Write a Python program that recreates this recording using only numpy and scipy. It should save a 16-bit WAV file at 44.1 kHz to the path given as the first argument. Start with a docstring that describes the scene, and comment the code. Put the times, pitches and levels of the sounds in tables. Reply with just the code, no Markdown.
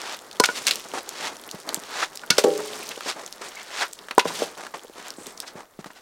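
"""A fire pops and sizzles in an outdoor wood furnace, while boots crunch in snow and a jacket swishes.
At 0.4 s a split log lands in the steel firebox, knocks on the burning wood and crushes the coals.
At 2 s a glove rasps as it lets go of a second log, which makes the wall boom. Thin squeaks follow.
A third log lands at 4.2 s. Like the others it stirs up the embers; then more steps crunch in the snow."""
import sys
import numpy as np
from scipy import signal
from scipy.fft import rfft, irfft, next_fast_len
from scipy.io import wavfile
from scipy.ndimage import uniform_filter1d, minimum_filter1d

SR = 44100
rng = np.random.default_rng(int(sys.argv[2]) if len(sys.argv) > 2 else 0)


def dump(signal):
    """Clip the signal to [-1, 1] and save it as 16-bit WAV at the path in sys.argv[1]."""
    limited = np.clip(np.atleast_2d(signal).T, -1, 1)
    pcm = np.round(limited * 32767).astype(np.int16)
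    wavfile.write(sys.argv[1], SR, pcm)


N = 265349
TIME = np.arange(N) / SR

# The hiss of stirred embers and of packed snow. Each row: frequency in Hz, level in dB.
FINE_HISS = [(1200, -31.5), (2200, -10.5), (4000, -11.5), (6000, -11), (9000, -16), (12000, -27.5),
             (16000, -38)]


def from_db(db):
    """Turn decibels into a factor to multiply a sound by."""
    return np.exp(np.asarray(db) * (np.log(10) / 20))


def rms_one(x):
    """Scale a sound to an average power of 1."""
    return x / np.sqrt(np.mean(x ** 2) + 1e-20)


def add(track, start_s, sound):
    """Mix a sound into a track at the given time."""
    start = int(start_s * SR)
    track[start:start + len(sound)] += sound[:N - start]


def band(x, low_hz, high_hz):
    """Gently turn down everything outside two frequencies."""
    return signal.sosfilt(signal.butter(1, [low_hz, min(high_hz, .45 * SR)], "band", fs=SR, output="sos"), x)


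def swell(age, rise_s, hold_s, fade_s):
    """A level that rises, holds and fades. A fade time, here and below, is the time to drop 60 dB."""
    return np.clip(age / rise_s, 0, 1) * from_db(-60 * np.maximum(age - hold_s, 0) / fade_s)


def coloured(x, spectrum):
    """Shape the tone of a noise with rows of frequency in Hz and level in dB; its power becomes 1."""
    hz, db = np.transpose(spectrum)
    hz = np.r_[hz[0] / 4, hz, hz[-1] * 4]
    db = np.r_[db[0] - 30, db, db[-1] - 30]
    size = next_fast_len(N, real=True)
    log_hz = np.log(np.fft.rfftfreq(size, 1 / SR) + 1)
    gain = from_db(np.interp(log_hz, np.log(hz), db))
    return rms_one(irfft(rfft(x, size) * gain, size)[:N])


def grainy(size, per_s, spread_db):
    """Noise whose strength jumps from one tiny slip or break to the next."""
    noise = rng.standard_normal(size)
    grains = rng.standard_normal(size // 4 + 2).clip(-2.5, 2.5)
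    flicker = np.interp(np.arange(size) * per_s / SR, np.arange(len(grains)), grains)
    return rms_one(noise * from_db(spread_db * flicker))


def bursts(rows, octaves, spread_db, rise_s):
    """Grainy noise around a pitch swells, holds and dies away, once for each row."""
    out, t = np.zeros(N), TIME[:SR // 3]
    half_width = 2 ** (octaves / 2)
    for start, db, hz, hold, fade in rows:
        grains = grainy(len(t), per_s=920, spread_db=spread_db)
        grains = band(grains, hz / half_width, hz * half_width)
        grains = rms_one(band(grains, hz / 7, hz * 1.77))
        add(out, start, from_db(db) * grains * swell(t, rise_s, hold, fade))
    return out


def struck(blows, tones, focus_db, rough, contact_s, low_share):
    """Each blow rings an object's tones, mostly those near one pitch; roughness draws out the contact."""
    out, touch = np.zeros(N), TIME[:SR // 20]
    hz, tone_db, fade = np.transpose(tones)
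    for start, db, main_hz, stretch in blows:
        age = TIME[:int(SR * fade.max() * stretch) + 2]
        off_pitch_db = focus_db * np.log2(hz / main_hz) ** 2
        strength = from_db(db + tone_db - off_pitch_db + rng.normal(0, 0.74, len(hz)))
        decay = from_db(-60 * np.outer(1 / (fade * stretch), age))
        ring = strength @ (np.sin(2 * np.pi * np.outer(hz, age)) * decay)
        scrape = rng.standard_normal(len(touch)) * np.exp(-touch / contact_s)
        contact = (touch == 0) + rough * scrape / np.linalg.norm(scrape)
        low_cut = signal.butter(3, low_share * main_hz, "high", fs=SR)
        add(out, start, signal.lfilter(*low_cut, signal.fftconvolve(ring, contact)))
    return out


def pop(hz, snap_s=0.00099, spit_db=-25, spit_s=0.025):
    """One sharp snap, shorter the higher it is, and a faint spit."""
    t = TIME[:SR // 30]
    snap = np.exp(-t / (snap_s * np.sqrt(5000 / hz)))
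    spit = from_db(spit_db) * np.exp(-t / spit_s)
    burst = rng.standard_normal(len(t)) * (snap + spit)
    burst[0] += 5   # the opening click
    burst = band(burst, hz / 1.27, hz * 1.19)
    return burst / np.abs(burst).max()


def crackle(per_s, spread_db):
    """Small pops of many sizes and pitches come at random times."""
    out = np.zeros(N)
    kinds = [pop(hz) for hz in np.geomspace(3000, 12000, 12)]
    starts = np.flatnonzero(rng.random(N) < per_s / SR) / SR
    sizes = from_db(spread_db * np.minimum(rng.exponential(1, len(starts)), 3))
    for k, (start, size) in enumerate(zip(starts, sizes)):
        add(out, start, size * kinds[k % len(kinds)])
    return rms_one(out)


def fire():
    """Flames flutter and embers sizzle; embers stirred by a log flare up and crackle more densely."""
    # The steady fire. Each row: time in seconds, flame level in dB, sizzle level in dB.
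    steady_levels = [(0, -47, -50), (1.4, -45.5, -48), (3.3, -49.5, -50.5), (4.0, -51.5, -50.5),
                     (4.9, -52, -54.5), (5.45, -47, -53), (5.7, -58, -67), (6.02, -56, -59)]
    # Each row: start in seconds, flame and sizzle levels in dB, hold and fade times in seconds.
    flares = [(0.422, -41.5, -37.5, 0.32, 0.83), (2.314, -39.5, -39, 0.55, 0.91),
              (4.241, -36, -38, 0.2, 0.48)]
    # The tone of the flames. Each row: frequency in Hz, level in dB.
    flame_tone = [(60, -19), (120, -15.5), (250, -7), (420, -3), (700, -5), (1200, -6.5), (2000, -12),
                  (3000, -26)]
    # The tone of the glowing embers. Each row: frequency in Hz, level in dB.
    glow_tone = [(1200, -2), (2200, -9.5), (4000, 0.5), (6500, -1.5), (9500, -5), (13000, -14),
                 (16000, -17.5)]
    times, *levels = np.transpose(steady_levels)
    flame_gain, glow_gain = from_db([np.interp(TIME, times, db) for db in levels])
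    flare_gain, stir_gain = 0, 0
    for start, flame_db, sizzle_db, hold, fade in flares:
        surge = swell(TIME - start, 0.014, hold, fade)
        flare_gain += from_db(flame_db) * surge
        stir_gain += from_db(sizzle_db) * surge
    flame = coloured(grainy(N, per_s=50, spread_db=3.0), flame_tone)
    glow = from_db(-2.5) * coloured(grainy(N, per_s=1800, spread_db=7.0), glow_tone)
    glow += from_db(-1.5) * crackle(per_s=190, spread_db=8.0)
    stirred = from_db(-2.5) * coloured(grainy(N, per_s=2100, spread_db=4.0), FINE_HISS)
    stirred += from_db(-6.5) * crackle(per_s=270, spread_db=5)
    return np.hypot(flame_gain, flare_gain) * flame + glow_gain * glow + stir_gain * stirred


def loud_snaps():
    """Sharp pops and a few lower snaps and knocks stand out above the crackle."""
    # Each row: start in seconds, peak level in dB, pitch in Hz.
    snaps = [(.0168, -17.5, 4640), (0.1452, -21.5, 3800), (.3132, -24, 3930), (0.7108, -5, 3900),
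             (0.7572, -11, 5840), (1.0912, -13.5, 5640), (1.513, -15, 5500), (1.691, -12, 3930),
             (1.7445, -4, 7900), (2.1582, -22.5, 5500), (2.1735, -18.5, 5150), (2.577, -17.5, 7200),
             (2.8695, -24, 5030), (2.8908, -15, 5800), (3.008, -19, 1330), (3.263, -17, 6300),
             (3.326, -18, 5350), (3.933, -16, 8100), (3.99, -24, 3700), (4.0855, -21.5, 1290),
             (4.111, -13.5, 1350), (4.667, -20, 1520), (5.083, -20, 7040), (5.105, -15.5, 4930),
             (5.2684, -20.5, 7520), (5.377, -23.5, 5490), (5.4023, -13, 5560), (5.8441, -24.5, 1260)]
    out = np.zeros(N)
    for start, db, hz in snaps:
        add(out, start, from_db(db) * pop(hz))
    return out


def thuds(blows):
    """Something heavy, a heel or a log, lands on soft ground that stops its ringing quickly."""
    # Each row: pitch in Hz, level in dB, fade time in seconds.
    dull_tones = [(104, -21, 0.18), (165, -24, 0.1), (205, -8, 0.044), (295, -5.5, 0.042), (373, -1, 0.022),
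                  (466, -3, 0.032), (572, -0.5, 0.013), (791, -8.5, 0.059)]
    return struck(blows, dull_tones, focus_db=8, rough=.35, contact_s=.008, low_share=.72)


def boots_in_snow():
    """The heel thuds, the crust breaks, and snow crystals give way in clumps under the rolling sole."""
    # Each row: start in seconds, heel level in dB and pitch in Hz, crust level in dB and pitch in Hz,
    # crunch and hiss levels in dB, time the sole rolls in seconds.
    steps = [(.02, -44, 300, -54, 1000, -47, -55, .12), (.937, -25.5, 415, -30, 850, -38, -36.5, 0.046),
             (.973, -33, 455, -29, 920, -57, -64, 0.017), (1.2, -39, 294, -46, 700, -40, -50, 0.13),
             (1.543, -22.5, 172, -46, 800, -49, -50, .05), (1.672, -39, 300, -42, 905, -37.5, -49, 0.072),
             (1.773, -28.5, 230, -43.5, 800, -45.5, -65, 0.022),
             (3.06, -29.5, 304, -39, 600, -38.5, -60, 0.038), (3.16, -36, 306.5, -41, 675, -41, -47, 0.076),
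             (3.412, -34.5, 393, -41, 1390, -41, -41.5, 0.062),
             (4.57, -51, 400, -42.5, 900, -42.5, -47, 0.089),
             (4.739, -46, 340, -33, 1000, -40.5, -46.5, 0.032),
             (4.957, -38, 400, -48, 1000, -44.5, -47.5, 0.048),
             (5.184, -32, 292, -45, 373, -57, -52.5, 0.084), (5.263, -36, 337, -42.5, 400, -53, -48, 0.038),
             (5.428, -53, 350, -41, 1110, -54, -73, 0.038),
             (5.555, -23, 170, -51, 710, -42.5, -50.5, 0.055),
             (5.79, -22.5, 172, -40.5, 675, -50, -50.5, 0.013),
             (5.859, -28.5, 223, -37.5, 770, -48, -48.5, 0.008),
             (5.903, -45, 300, -39, 1100, -63, -57, .006)]
    heel_stretch, crust_share, crust_fade_s = 0.86, 0.43, 0.043
    heels, crusts, crunch, hiss = [], [], 0, 0
    for start, heel_db, heel_hz, crust_db, crust_hz, crunch_db, hiss_db, roll in steps:
        heels.append((start, heel_db, heel_hz, heel_stretch))
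        crusts.append((start, crust_db, crust_hz, crust_share * roll, crust_fade_s))
        weight = swell(TIME - start, rise_s=0.0024, hold_s=roll, fade_s=0.14)
        crunch += from_db(crunch_db) * weight
        hiss += from_db(hiss_db) * weight
    # Each row: frequency in Hz, level in dB.
    crunch_tone = [(80, -30), (200, -6.5), (400, -1), (750, -0.5), (1300, -4.5), (2000, -10.5), (3000, -32)]
    breaks = grainy(N, per_s=300, spread_db=4.0)
    packing = crunch * coloured(breaks, crunch_tone) + hiss * coloured(breaks, FINE_HISS)
    return thuds(heels) + bursts(crusts, octaves=1.03, spread_db=1.5, rise_s=0.00048) + packing


def jacket():
    """Nylon slides over nylon in many small slips, louder as the arm speeds up, until it stops."""
    # Each row: moment of top speed in seconds, rub and hiss levels in dB, wind-up time in seconds.
    swings = [(0.144, -42.5, -39.5, 0.85), (1.278, -37.5, -33, .25), (2.031, -31.5, -29.5, 0.2),
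              (3.1, -37.5, -28, 0.091), (3.616, -50.5, -49, 0.5), (3.827, -31.5, -29.5, 0.17),
              (5.083, -46, -45, 0.18), (5.478, -53.5, -40.5, .03), (5.971, -51.5, -49.5, 0.046)]
    # The cloth's low rub. Each row: frequency in Hz, level in dB.
    rub_tone = [(100, -33), (250, -11), (450, -2.5), (800, 3), (1500, 0.5), (2000, -4), (3000, -15)]
    # The cloth's high hiss. Each row: frequency in Hz, level in dB.
    hiss_tone = [(1300, -8), (2200, -0.5), (3500, 2), (5500, 0), (8000, -6), (11000, -15.5), (16000, -28)]
    wind_up_db, stop_db_per_s = 24.5, 503
    rub, hiss = 0, 0
    for peak, rub_db, hiss_db, wind_up in swings:
        swing_db = np.minimum(wind_up_db * (TIME - peak) / wind_up, stop_db_per_s * (peak - TIME))
        speed = from_db(swing_db.clip(-200))
        rub += from_db(rub_db + 4) * speed
        hiss += from_db(hiss_db + 2) * speed
    slips = grainy(N, per_s=900, spread_db=3.0)
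    return rub * coloured(slips, rub_tone) + hiss * coloured(slips, hiss_tone)


def crushed_coals():
    """Charcoal and bark crunch as they break under a log."""
    # Each row: start in seconds, level in dB, pitch in Hz, hold and fade times in seconds.
    crunches = [(0.398, -16, 5300, 0.0064, 0.011), (0.4378, -11.5, 2600, 0.0029, 0.043),
                (0.455, -18.5, 4350, 0.0046, 0.019), (0.554, -30.5, 3620, 0.036, 0.029),
                (.668, -13.5, 4440, 0.0016, 0.032), (.6755, -16, 3560, 0.0077, 0.067),
                (.709, -20, 3430, 0.0021, 0.075), (2.304, -7.5, 3900, 0.0022, 0.024),
                (2.3812, -13, 4200, 0.0049, 0.067), (2.438, -22, 3700, 0.0072, 0.028),
                (2.909, -33.5, 2600, .008, 0.067), (4.109, -27.5, 1150, .004, .04),
                (4.1805, -19, 5100, 0.0019, 0.02), (4.1935, -17, 2500, .004, .06),
                (4.273, -30, 3470, 0.015, 0.066), (4.345, -35, 3970, 0.093, 0.11)]
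    return bursts(crunches, octaves=2.05, spread_db=3.0, rise_s=0.00037)


def log_landings():
    """A log rings briefly as it knocks on wood or steel, and thuds on the bed of ash."""
    # Each row of both: start in seconds, level in dB, main pitch in Hz, factor on the fade times.
    knocks = [(.4005, -10.5, 960, 1), (.3995, -5.5, 5960, 0.29), (.4395, -4, 1870, 0.16),
              (.4885, -13, 1570, 0.52), (2.236, -25, 1560, 0.26), (2.3025, -9.5, 3000, 0.29),
              (2.3048, 4.5, 4400, 0.23), (2.311, -12, 1860, .66), (2.385, -16, 1210, 0.29),
              (4.1812, -2, 860, 0.4), (4.255, -22.5, 850, 0.47), (4.303, -28, 950, 0.82)]
    ash_blows = [(.4005, -4, 420, 0.52), (.4885, -22.5, 360, 1.6), (2.305, -14, 176, 2),
                 (2.905, -33, 400, .9), (2.976, -30, 400, 1), (4.1795, -5, 457, 0.96), (4.255, -16, 423, 2),
                 (4.421, -15, 500, 1.8), (4.848, -35, 450, 0.62), (4.897, -35.5, 400, 1.2)]
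    # The tones of a split log. Each row: pitch in Hz, level in dB, fade time in seconds.
    log_tones = [(465, -8, .05), (830, -11, .06), (991, 1, .15), (1340, -17, .07), (1452, -4, .15),
                 (1528, -12, .12), (1728, -17, .08), (2250, -8, .08), (2762, -9, .06), (3000, -8, .06),
                 (3305, -8, .05), (3520, -8, .045), (4400, -4, .05), (5160, -5, .05), (5820, -4, .04),
                 (8200, -9, .04)]
    ringing = struck(knocks, log_tones, focus_db=22, rough=.15, contact_s=.003, low_share=.55)
    return ringing + thuds(ash_blows)


def glove():
    """The glove rasps along the bark as it lets go of a log."""
    # Each row: start in seconds, level in dB, pitch in Hz, hold and fade times in seconds.
    rasps = [(2.024, -20, 1500, 0.01, 0.035), (3.817, -24, 1570, 0.019, 0.087)]
    return bursts(rasps, octaves=0.72, spread_db=3.0, rise_s=0.0051)


def wall_boom():
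    """The steel wall booms as a log strikes it and settles against it."""
    # Each row: start in seconds, level in dB, main pitch in Hz, factor on the fade times.
    blows = [(2.384, -12, 650, 0.14), (2.4415, -16, 500, 0.09), (2.446, -15, 415, 0.88),
             (2.467, -23, 448, 0.059), (2.487, -25, 384, 0.23), (4.256, -27, 119, 0.41)]
    # The tones of the wall. Each row: pitch in Hz, level in dB, fade time in seconds.
    steel_tones = [(116, -22, 0.78), (172, -7, 0.96), (309, -9, 0.67), (342, -7, 0.32), (400, -4.5, 0.65),
                   (426, -8, 0.87), (483, -1, 0.33), (508, 0, 0.27), (549, -4, 0.58), (584, -9.5, 0.73),
                   (710, -10, 0.083), (795, -5, 0.37), (1125, -5, 0.23)]
    return struck(blows, steel_tones, focus_db=7, rough=.2, contact_s=.008, low_share=.65)


def thin_squeaks_and_hiss():
    """Brief, thin squeaks and a high hiss, each a narrow band of noise."""
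    # Each row: start in seconds, level in dB, pitch in Hz, hold and fade times in seconds.
    thin_sounds = [(2.822, -32.5, 2580, 0.0095, 0.02), (3.56, -42.5, 2200, 0.05, 0.058),
                   (5.16, -50.5, 8040, 0.13, 0.32)]
    return bursts(thin_sounds, octaves=0.19, spread_db=2.0, rise_s=0.01)


def firebox(x, echo_db, fade_s):
    """Sound bounces between the sooty steel walls in many short echoes."""
    t = TIME[:SR // 2]
    echoes = band(rng.standard_normal(len(t)), 130, 6200) * from_db(-60 * t / fade_s) * (t > .003)
    return x + from_db(echo_db) * signal.oaconvolve(x, echoes / np.linalg.norm(echoes))[:N]


def scene():
    """Everything is heard from straight ahead by two microphones close together."""
    echoing = loud_snaps() + crushed_coals() + log_landings() + wall_boom() + thin_squeaks_and_hiss()
    sound = fire() + firebox(echoing, echo_db=-17.5, fade_s=0.14)
    sound = sound + boots_in_snow() + jacket() + glove()
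    return np.array([np.interp(TIME + lag_s, TIME, sound) for lag_s in (8e-7, -8e-7)])


def record(dry):
    """A wind filter thins the bass, a limiter holds down the hardest knocks; faint noise is added."""
    x = signal.sosfilt(signal.butter(2, 110, "high", fs=SR, output="sos"), dry)
    ceiling = 1.2   # a little over full scale, so the peaks still clip slightly
    gain = ceiling / np.maximum(np.abs(x).max(axis=0), ceiling)
    gain = uniform_filter1d(minimum_filter1d(gain, size=40), size=40)
    x = np.clip(x * gain, -1, 1)
    # The background rumble. Each row: frequency in Hz, level in dB.
    rumble_tone = [(20, 5), (60, -4.5), (150, -6), (400, -12), (2000, -26)]
    shared, apart = [coloured(noise, rumble_tone) for noise in rng.standard_normal((2, N))]
    x += from_db(-71) * (shared + from_db(-4.5) * np.array([apart, -apart]))
    x += from_db(-76) * rng.standard_normal((2, N))   # faint hiss, different in each channel
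    x += from_db(-63) * rng.standard_normal(N)   # amplifier hiss
    treble_cut = signal.ellip(12, .1, 90, 16200, fs=SR, output="sos")
    return signal.sosfilt(treble_cut, x)


dry = scene()
out = record(dry)
dump(out)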